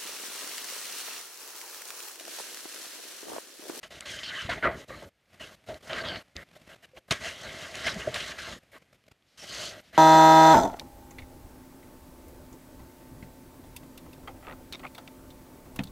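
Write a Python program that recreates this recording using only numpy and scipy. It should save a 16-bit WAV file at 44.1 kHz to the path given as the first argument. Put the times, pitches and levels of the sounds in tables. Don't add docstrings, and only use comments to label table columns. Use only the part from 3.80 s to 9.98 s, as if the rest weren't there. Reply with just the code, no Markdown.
import sys
import numpy as np
from scipy import signal
from scipy.fft import rfft, irfft, next_fast_len
from scipy.io import wavfile
from scipy.ndimage import uniform_filter1d

SR = 44100
rng = np.random.default_rng(int(sys.argv[2]) if len(sys.argv) > 2 else 0)


def gain_from_decibels(decibels):
    exponent = np.asarray(decibels, float) / 20
    return 10 ** exponent


def int16_out(signal):
    q = np.round(np.clip(np.atleast_2d(signal).T, -1, 1) * 32767)
    wavfile.write(sys.argv[1], SR, q.astype(np.int16))


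N = 272449

# start in seconds, length in seconds, scrape in dB,
# brightness in dB, weight on the book in dB.
DRAGS = [(0.103, 0.091, -52.5, 0.5, 0), (0.253, 0.15, -46, 1, -7), (0.4, .07, -51, 1, -8),
         (0.47, 0.2, -46.5, -8, -7.5), (0.689, 0.052, -36.5, -9, -4), (0.905, 0.14, -53.5, -12, 3),
         (1.079, 0.17, -61, 3, 4), (1.591, 0.083, -51, -3.5, -13), (1.668, 0.082, -55, -5.5, -1),
         (1.895, 0.083, -58, -2.5, -5), (2.024, 0.25, -57.5, -1, 2.5), (2.092, 0.136, -42, -9.5, 0),
         (2.068, .03, -50, -3, -2), (2.231, .14, -41.5, -13.5, 1), (2.554, 0.082, -51, -13, -5),
         (4.063, 0.02, -32, -5, -6.5), (2.887, 0.064, -53, -9, -2), (3.279, 0.015, -57, -16, 2),
         (3.298, .01, -52, -8, -3), (3.402, 0.22, -51, 0, -2), (3.63, .31, -47, -3, -2),
         (3.938, 0.22, -42, -4, -5), (4.155, 0.22, -45.5, -5, -0.5), (4.346, 0.176, -42.5, -1, -9),
         (4.522, 0.056, -49, -4, -2), (4.578, 0.16, -45.5, -2, -7), (5.903, 0.1, -50, -8, -2),
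         (5.573, .125, -57.5, 6.5, -4.5)]
# start in seconds, length in seconds, scrape in dB,
# brightness in dB, weight on the book in dB.
SWISHES = [(0.26, 0.14, -48.5, -2, -14), (0.482, 0.23, -41.5, -7, -28), (0.826, 0.06, -31, -40, -1),
           (1.862, 0.061, -52, -5.5, -1), (2.125, 0.1, -36.5, -14, -35), (3.022, 0.046, -55.5, -4.5, -2),
           (2.745, 0.039, -57.5, -5, -4), (3.158, 0.039, -55.5, -5, 6), (3.392, .15, -41, -2, -7),
           (3.759, 0.15, -47, -2.5, -8), (4.028, 0.1, -36.5, -5, -8), (4.173, 0.051, -43.5, -2, -12),
           (4.47, 0.078, -42.5, -9, -14), (4.913, 0.082, -53, -17, -2.5), (5.621, 0.036, -50, 3, 3),
           (5.634, 0.27, -46.5, 4.5, -3), (5.741, 0.2, -48, 6.5, 0), (6.118, 0.09, -48.5, -5, -1.5),
           (0.95, 0.092, -59, 5.5, 6), (3.591, 0.07, -51, -2, -1.5)]
# start in seconds, length in seconds, scrape in dB,
# brightness in dB, weight on the book in dB.
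JOLTS = [(0.029, 0.05, -45, -1.5, -3), (0.202, 0.13, -51, -8, -6.5), (0.742, 0.093, -41.5, -10, -1),
         (0.824, 0.033, -33.5, -26, -3), (0.865, 0.11, -35, -33, 3.5), (1.885, 0.09, -47, -16, 9),
         (1.091, 0.2, -48, -32, -2), (1.22, 0.074, -55, -23, 10), (1.604, 0.074, -52.5, 3, 6),
         (2.36, 0.083, -47, -6, 1), (2.562, 0.015, -46, -10, -15), (3.3074, .03, -24.5, -2, -7.5),
         (3.315, 0.09, -36.5, -4, -7.5), (4.339, 0.14, -38.5, -2, -3.5), (4.672, 0.09, -50, -12, 7),
         (4.585, .03, -44, -1, -11), (4.72, 0.085, -47.5, -1.5, -2)]
# start in seconds, length in seconds, rumble in dB.
BUMPS = [(0.24, 0.21, -56), (0.624, 0.087, -43.5), (0.7, .11, -45), (0.83, 0.064, -49), (0.911, .1, -43),
         (1.06, 0.16, -48.5), (1.218, 0.084, -49.5), (1.606, 0.078, -50), (1.871, 0.1, -44),
         (2.09, 0.31, -51.5), (2.26, 0.15, -46.5), (2.536, 0.088, -51), (3.306, 0.032, -34.5),
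         (3.376, 0.083, -51), (3.656, 0.062, -47.5), (4.066, 0.14, -46.5), (4.12, 0.15, -45.5),
         (4.263, 0.051, -40.5), (4.676, 0.13, -49), (5.643, 0.17, -55.5), (6.132, 0.043, -54)]
# centre in Hz, width in Hz, level in dB.
LOW_RINGS = [(1212, 510, -7), (1313, 670, 0), (1610, 350, -1), (1976, 570, 3)]
# centre in Hz, width in Hz, level in dB.
HIGH_RINGS = [(2810, 970, 3), (3290, 680, -0.5), (3970, 820, -0.5), (4336, 1100, -7)]
# centre in Hz, width in Hz, level in dB.
HOLLOW = [(620, 145, 1.5), (485, 410, -4), (820, 680, -11.5)]
# centre in Hz, width in Hz, lift in dB.
CAVITIES = [(361, 30, 0), (883, 25, -0.5), (1092, 25, -2.5), (1590, 27, -5.5), (1955, 34, -6.5),
            (2150, 34, -6), (3046, 42, -5.5)]
# frequency in Hz, level in dB.
SURFACE_SPECTRUM = [(800, -20.5), (3000, -11), (5000, 1), (7000, -3), (10000, -10.5), (14000, -21.5)]
# frequency in Hz, level in dB.
RUMBLE_SPECTRUM = [(25, -34), (55, 3), (120, 0), (300, -2.5), (450, -5.5), (900, -24.5), (2000, -54)]
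# opening in seconds, closing in seconds.
GATE_SPANS = [(0.026, 0.083), (0.103, 1.049), (1.077, 1.292), (1.597, 1.756), (1.862, 1.987),
              (2.022, 2.428), (2.553, 2.639), (2.752, 2.779), (2.89, 2.95), (3.024, 3.059), (3.163, 3.194),
              (3.279, 4.791), (4.916, 4.987), (5.573, 6.018), (6.128, 6.2)]
# start in seconds, length in seconds,
# first pitch in Hz, last pitch in Hz, level in dB.
ARCHES = [(0.25, 0.19, 3100, 3120, -48.5), (0.53, 0.12, 3080, 2930, -42.5),
          (1.596, 0.062, 3080, 2670, -47.5), (2.17, 0.06, 4500, 4500, -49),
          (2.238, 0.17, 4520, 4330, -48.5), (2.3, .07, 3100, 2800, -44), (2.165, .05, 1710, 1570, -41),
          (0.466, 0.057, 3250, 2900, -40.5), (.495, .1, 2050, 1860, -45), (.285, 0.025, 3300, 3300, -46),
          (4.94, 0.043, 1210, 1070, -56.5), (2.56, .05, 1900, 1850, -50), (2.86, .09, 1950, 1950, -62),
          (4.193, 0.031, 2960, 2680, -44), (4.396, 0.026, 3250, 3000, -40.5),
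          (4.58, 0.032, 1650, 1480, -45), (4.062, 0.027, 2080, 2150, -32.5),
          (4.09, 0.037, 4100, 3760, -40.5), (2.09, .07, 3040, 3070, -43.5),
          (1.095, 0.065, 1150, 1190, -49.5), (1.086, .14, 3860, 4270, -60.5),
          (3.298, 0.82, 2170, 1940, -59.5), (0.5, 0.06, 1500, 1600, -46), (5.592, 0.048, 5400, 5550, -51)]
# start in seconds, length in seconds,
# first pitch in Hz, last pitch in Hz, level in dB.
BILLOWS = [(0.824, 0.06, 1560, 1166, -26), (5.662, 0.27, 4400, 4400, -45), (0.428, 0.045, 3300, 2900, -40),
           (0.43, .08, 4700, 3600, -42), (2.241, 0.077, 3560, 3070, -39.5),
           (0.832, 0.039, 3000, 2700, -41.5), (0.69, 0.054, 1600, 1260, -35.5),
           (0.69, .05, 4100, 2800, -40.5), (4.035, .1, 5400, 5000, -42.5), (5.76, .14, 6300, 6700, -50),
           (0.845, 0.05, 620, 560, -31), (.86, .03, 350, 320, -36), (4.035, .03, 1900, 2000, -39),
           (0.68, 0.067, 1040, 1060, -43)]
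# start in seconds, length in seconds, first pitch in Hz,
# last pitch in Hz, level in dB.
STIRS = [
    (5.44, 0.25, 4000, 4800, -71.5),
    (6.027, 0.083, 3500, 3500, -65),
]
# start in seconds, peak in dB, centre in Hz, 60 dB decay in seconds.
SNAPS = [(0.031, -32, 1700, 0.037), (0.2573, -25, 3220, 0.031), (0.389, -19.5, 3020, 0.05),
         (0.432, -17, 3300, 0.06), (0.4887, -22, 3050, 0.03), (0.692, -36, 1830, 0.03),
         (1.9425, -56, 1660, 0.03), (2.106, -24, 1920, 0.08), (2.1294, -38, 1900, 0.03),
         (2.285, -35, 3340, 0.03), (3.171, -30, 2170, 0.032), (3.309, -12, 3300, 0.02),
         (3.3128, -9, 2100, 0.025), (3.3212, -10.5, 2170, 0.047), (3.9914, -19.5, 1610, 0.012),
         (4.0755, -10, 2090, 0.011), (4.082, -6, 2200, 0.022), (4.342, -23, 2440, 0.03),
         (4.358, -13.5, 1860, 0.061), (4.403, -17, 3140, 0.096), (4.515, -22, 1710, 0.053),
         (4.5848, -25.5, 1700, 0.027), (0.8423, -8.5, 1470, 0.026), (0.853, -6, 1490, 0.017),
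         (2.2405, -24, 1700, .04), (2.347, -25, 1600, .03), (2.318, -22, 1500, .04),
         (0.5035, -23, 1900, .04), (3.411, -26, 2150, .04)]
# start in seconds, peak in dB, centre in Hz.
TICKS = [(0.2064, -27, 5200), (0.2066, -33, 2500), (0.4344, -36, 2900), (0.6178, -29, 5000),
         (1.227, -44, 5900), (2.1306, -21, 2800), (2.2214, -47, 3000), (2.358, -27.5, 2600),
         (1.9424, -37, 3400), (2.5644, -25, 4200), (3.3082, -13, 3400), (3.3084, -23, 6000),
         (3.3225, -17.5, 5800), (3.9535, -27, 5500), (3.9535, -30, 2100), (4.3424, -21, 3000),
         (4.3426, -27, 6500), (4.143, -32, 5500), (3.4547, -33, 2200), (3.497, -29, 2800),
         (3.633, -35, 5800), (4.0464, -28, 2400), (4.702, -36, 3200), (4.735, -38, 3100),
         (4.518, -33, 4000), (2.2855, -25, 3000), (5.423, -57, 3000)]
# start in seconds, peak in dB, pitch in Hz, 60 dB decay in seconds.
TAPS = [(0.107, -45, 603, 0.039), (0.649, -30, 105, 0.037), (0.691, -26, 684, 0.051),
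        (0.779, -36, 650, 0.05), (1.105, -34.5, 524, 0.059), (1.22, -41, 684, 0.049),
        (1.889, -38, 592, 0.044), (1.901, -52, 600, 0.039), (2.104, -38, 640, 0.11),
        (2.129, -28, 630, 0.02), (2.564, -38, 92, 0.024), (2.764, -45, 616, 0.048),
        (3.134, -50.5, 517, 0.2), (2.57, -48, 560, .15), (3.172, -46, 625, 0.042),
        (3.31, -27.5, 670, 0.067), (4.163, -40, 192, 0.038), (4.274, -31, 121, 0.089),
        (4.292, -37, 616, 0.06), (4.672, -50, 600, 0.037), (4.931, -52, 562, 0.11)]
# centre in seconds, peak in dB, pitch in Hz, length in seconds.
KNOCKS = [(4.2785, -19, 611, .015), (4.2885, -29, 620, .012), (4.169, -32, 190, 0.0244),
          (4.279, -30, 385, .02), (3.315, -31, 150, .02), (3.313, -30, 230, .012), (4.222, -35, 2850, .006),
          (4.208, -39, 2600, 0.0065), (5.283, -52, 620, .012), (5.131, -54, 600, 0.0116),
          (5.024, -57, 560, .01)]
# time in seconds, leak in dB.
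LEAK_LEVELS = [(0.0, -75), (0.017, -63), (1.29, -65), (1.305, -75), (1.48, -70), (1.5, -64.5), (1.585, -61),
               (1.81, -66), (2.44, -65.5), (2.54, -68), (2.65, -65.5), (2.875, -60.5), (2.975, -65),
               (3.25, -71), (4.9, -66), (5.4, -72), (5.565, -67), (6.03, -62)]
# start in seconds, peak in dB, length in seconds.
FLICKS = [(1.518, -58, 0.0076), (1.529, -46, 0.0088), (1.539, -43, 0.012), (1.555, -53, 0.0092),
          (1.841, -47, 0.005), (2.005, -45, 0.013), (2.482, -53, 0.0056), (2.498, -65, 0.0043),
          (2.669, -63, 0.0058), (2.69, -46, 0.0033), (2.713, -44, 0.0058), (2.729, -46, 0.016),
          (2.8, -51, 0.0046), (2.815, -42.5, 0.0079), (2.876, -46, 0.006), (3.09, -55, 0.007),
          (3.116, -56, 0.0042), (3.142, -48, .025), (2.958, -42, .01), (2.865, -45, .02),
          (4.832, -47, 0.0075), (5.019, -46, 0.011), (5.129, -41.5, 0.0072), (5.133, -51, 0.025),
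          (5.241, -45.5, 0.003), (5.265, -49.5, 0.0075), (5.281, -40.5, 0.0076), (5.312, -39, 0.011),
          (6.062, -60, 0.01), (6.077, -53, 0.013)]
# frequency in Hz, level in dB.
LEAK_SPECTRUM = [(25, -29), (55, 0), (170, -2), (400, -9), (620, -5.5), (950, -14.5), (2080, -9.5),
                 (2800, -12.5), (7400, -24), (14000, -29.5)]
# frequency in Hz, level in dB.
MIC_SPECTRUM = [(500, -10), (4000, -0.5), (14000, -3)]
# start in seconds, pitch in Hz, level in dB.
WHINE = (5.605, 13310, -73)

EDGE_S, DRAG_SAG_DB = 0.006, 2.5
SWISH_ENDS_DB = -18
JOLT_RISE_S, JOLT_FALL_DB, JOLT_BEND = 0.0035, -20, 1.3
STIFF_DB, STIFF_PER_BRIGHT = 0.5, 0.49
SUPPORT_DB, SUPPORT_PER_WEIGHT = -4.5, 0.62
ARCH_WIDTH, BILLOW_WIDTH, STIR_WIDTH = 0.1, 0.23, 0.9
TICK_TOP = 1.9
MIC_HISS_DB = -64
LOW_CUT_HZ, HIGH_CUT_HZ = 33, 14300


def strokes():
    low, high, hollow, hiss, support = efforts()
    gate = open_gate()
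    sheet = low * rings(LOW_RINGS, patchy_db=2.5) + high * rings(HIGH_RINGS, patchy_db=2.0)
    surface = coloured(rub(), SURFACE_SPECTRUM) + gain_from_decibels(-9) * ring(6360, 750, patchy_db=-3.0)
    rumble = evened(coloured(rub(), RUMBLE_SPECTRUM) * gain_from_decibels(1.5 * lumps(0.0049)))
    paper = sheet + hollow * rings(HOLLOW, patchy_db=1.2) + gain_from_decibels(-3.0) * hiss * surface
    judder = gain_from_decibels(0.5 * lumps(0.0021))
    gated = gate * (cavities(judder * paper) + support * rumble + mic_hiss())
    return gated + (0.28 + 0.7 * gate) * whine()


def efforts():
    power, t = np.zeros((5, N)), np.arange(N) / SR
    for shape, rows in ((drag, DRAGS), (swish, SWISHES), (jolt, JOLTS)):
        for s, length, db, bright_db, weight_db in rows:
            first = max(round((s - length) * SR), 0)
            near = slice(first, round((s + 2 * length + EDGE_S) * SR))
            stiff_db = STIFF_DB + STIFF_PER_BRIGHT * bright_db
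            support_db = SUPPORT_DB + SUPPORT_PER_WEIGHT * weight_db
            shares_db = np.array([0, stiff_db, weight_db, bright_db, support_db])
            power[:, near] += gain_from_decibels(db + shares_db)[:, None] ** 2 * shape(t[near] - s, length)
    for s, length, db in BUMPS:
        t_bump = np.arange(-length / 2, 2 * length, 1 / SR)
        add(power[-1], s - length / 2, gain_from_decibels(2 * db) * swish(t_bump, length))
    return np.sqrt(power)


def drag(t, length):
    edges = np.clip(np.minimum(t, length + EDGE_S - t) / EDGE_S, 0, 1)
    return (edges * gain_from_decibels(-DRAG_SAG_DB * t / length)) ** 2


def swish(t, length):
    return gain_from_decibels(2 * SWISH_ENDS_DB * (2 * t / length - 1) ** 2)


def jolt(t, length):
    rise = np.clip(t / JOLT_RISE_S, 0, 1)
    return (rise * gain_from_decibels(JOLT_FALL_DB * (abs(t) / length) ** JOLT_BEND)) ** 2


def rub():
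    return friction(per_s=1200, spread_db=3.0, grain_db=-12.0, clump_db=1.41)


def friction(per_s, spread_db, grain_db, clump_db):
    size = gain_from_decibels(spread_db * np.minimum(rng.exponential(1, N), 4)) * rng.choice([-1, 1], N)
    grains = evened(size * (rng.random(N) < per_s / SR))
    scrape = rng.standard_normal(N) + gain_from_decibels(grain_db) * grains
    return evened(scrape * gain_from_decibels(clump_db * lumps(0.0073)))


def rings(modes, patchy_db):
    return evened(sum(gain_from_decibels(db) * ring(hz, width, patchy_db) for hz, width, db in modes))


def ring(hz, width, patchy_db):
    hz = hz * (1 + 0.025 * lumps(0.05))
    once = resonate(rub(), hz, width)
    twice = resonate(once, hz, width)
    steep = resonate(twice, hz, 2.5 * width)
    return evened(steep * gain_from_decibels(patchy_db * lumps(0.046)))


def cavities(x):
    size = next_fast_len(len(x))
    f = np.fft.rfftfreq(size, 1 / SR)
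    gain = 1 + sum(gain_from_decibels(db) / (1 + 2j * (f - hz) / width) for hz, width, db in CAVITIES)
    return irfft(rfft(x, size) * gain, size)[:len(x)]


def open_gate():
    t = np.arange(N) / SR
    is_open = sum((t >= start) & (t < end) for start, end in GATE_SPANS)
    return uniform_filter1d(1.0 * is_open, size=200)


def arches():
    out, scrape = np.zeros(N), rub()
    for share, rows in ((ARCH_WIDTH, ARCHES), (BILLOW_WIDTH, BILLOWS), (STIR_WIDTH, STIRS)):
        for start, length, from_hz, to_hz, db in rows:
            x = scrape[round(start * SR):round((start + length) * SR)]
            hz, width = np.linspace(from_hz, to_hz, len(x)), share * from_hz
            glide = evened(resonate(resonate(x, hz, width), hz, width))
            add(out, start, gain_from_decibels(db) * glide * signal.windows.tukey(len(x), 0.4))
    return out


def snaps():
    out = np.zeros(N)
    for s, db, hz, t60 in SNAPS:
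        add(out, s, burst(rng.standard_normal(4000), db - 10.5, hz, 1.03, t60))
    for s, db, hz in TICKS:
        add(out, s + 0.001, burst(rng.standard_normal(1000), db, hz, 0.8, 0.006))
    return out


def burst(puff, db, hz, spread, t60):
    kick = puff * gain_from_decibels(-60 * np.arange(len(puff)) / SR / max(t60, 0.002))
    crack = resonate(resonate(kick, hz, spread * hz), hz, spread * hz)
    dull = signal.butter(4, min(TICK_TOP * hz, SR / 3), fs=SR, output="sos")
    crack = signal.sosfilt(dull, crack)
    return gain_from_decibels(db) * crack / abs(crack).max()


def taps():
    out, t = np.zeros(N), np.arange(8000) / SR
    for s, db, hz, t60 in TAPS:
        knock = np.sin(2 * np.pi * hz * t) + 0.18 * np.sin(2 * np.pi * 0.84 * hz * t)
        knock *= (1 - np.exp(-t / 0.0012)) * gain_from_decibels(-60 * t / max(t60, 0.01))
        add(out, s, gain_from_decibels(db) * knock / abs(knock).max())
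    return out


def knocks():
    out = np.zeros(N)
    for s, db, hz, length in KNOCKS:
        t = np.arange(0, length, 1 / SR)
        add(out, s - length / 2, gain_from_decibels(db) * np.hanning(len(t)) * np.sin(2 * np.pi * hz * t))
    return out


def lulls():
    leak_db = np.interp(np.arange(N) / SR, *np.transpose(LEAK_LEVELS))
    gain = gain_from_decibels(leak_db + 0.47 * lumps(0.0036))
    for s, peak_db, length in FLICKS:
        flick = np.hanning(max(round(1.6 * length * SR), 8))
        add(gain, s - 0.003, gain_from_decibels(peak_db - 15.5) * flick)
    return gain * coloured(rng.standard_normal(N), LEAK_SPECTRUM)


def mic_hiss():
    return gain_from_decibels(MIC_HISS_DB) * coloured(rng.standard_normal(N), MIC_SPECTRUM)


def whine():
    start, hz, db = WHINE
    t = np.arange(N) / SR
    return gain_from_decibels(db) * (t > start) * np.sin(2 * np.pi * hz * t)


def resonate(x, hz, width):
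    turn = np.exp(2j * np.pi * np.cumsum(hz * np.ones(len(x))) / SR)
    r = np.exp(-np.pi * width / SR)
    return 2 * (turn * signal.lfilter([1 - r], [1, -r], x * turn.conj())).real


def coloured(x, points):
    hz, db = np.transpose(points)
    size = next_fast_len(len(x))
    gain = gain_from_decibels(np.interp(np.log(np.fft.rfftfreq(size, 1 / SR) + 1), np.log(hz), db))
    return evened(irfft(rfft(x, size) * gain, size)[:len(x)])


def lumps(seconds):
    size = max(round(seconds * SR), 2)
    smooth = uniform_filter1d(rng.standard_normal(N), size)
    return evened(uniform_filter1d(smooth, size))


def evened(x):
    return x / np.sqrt(np.mean(x ** 2) + 1e-20)


def add(mix, s, sound):
    part = mix[round(s * SR):][:len(sound)]
    part += sound[:len(part)]


def scene():
    return np.tile(strokes() + arches() + snaps() + taps() + knocks() + lulls(), (2, 1))


def roll_off(x):
    return signal.sosfilt(signal.butter(12, 15590, fs=SR, output="sos"), x)


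def record(dry):
    low_cut = signal.butter(2, LOW_CUT_HZ, "high", fs=SR, output="sos")
    high_cut = signal.firwin(401, HIGH_CUT_HZ, window=("kaiser", 6), fs=SR)
    mix = signal.oaconvolve(signal.sosfilt(low_cut, dry), high_cut[None], "same")
    return roll_off(mix)


dry = scene()
out = record(dry)
int16_out(out)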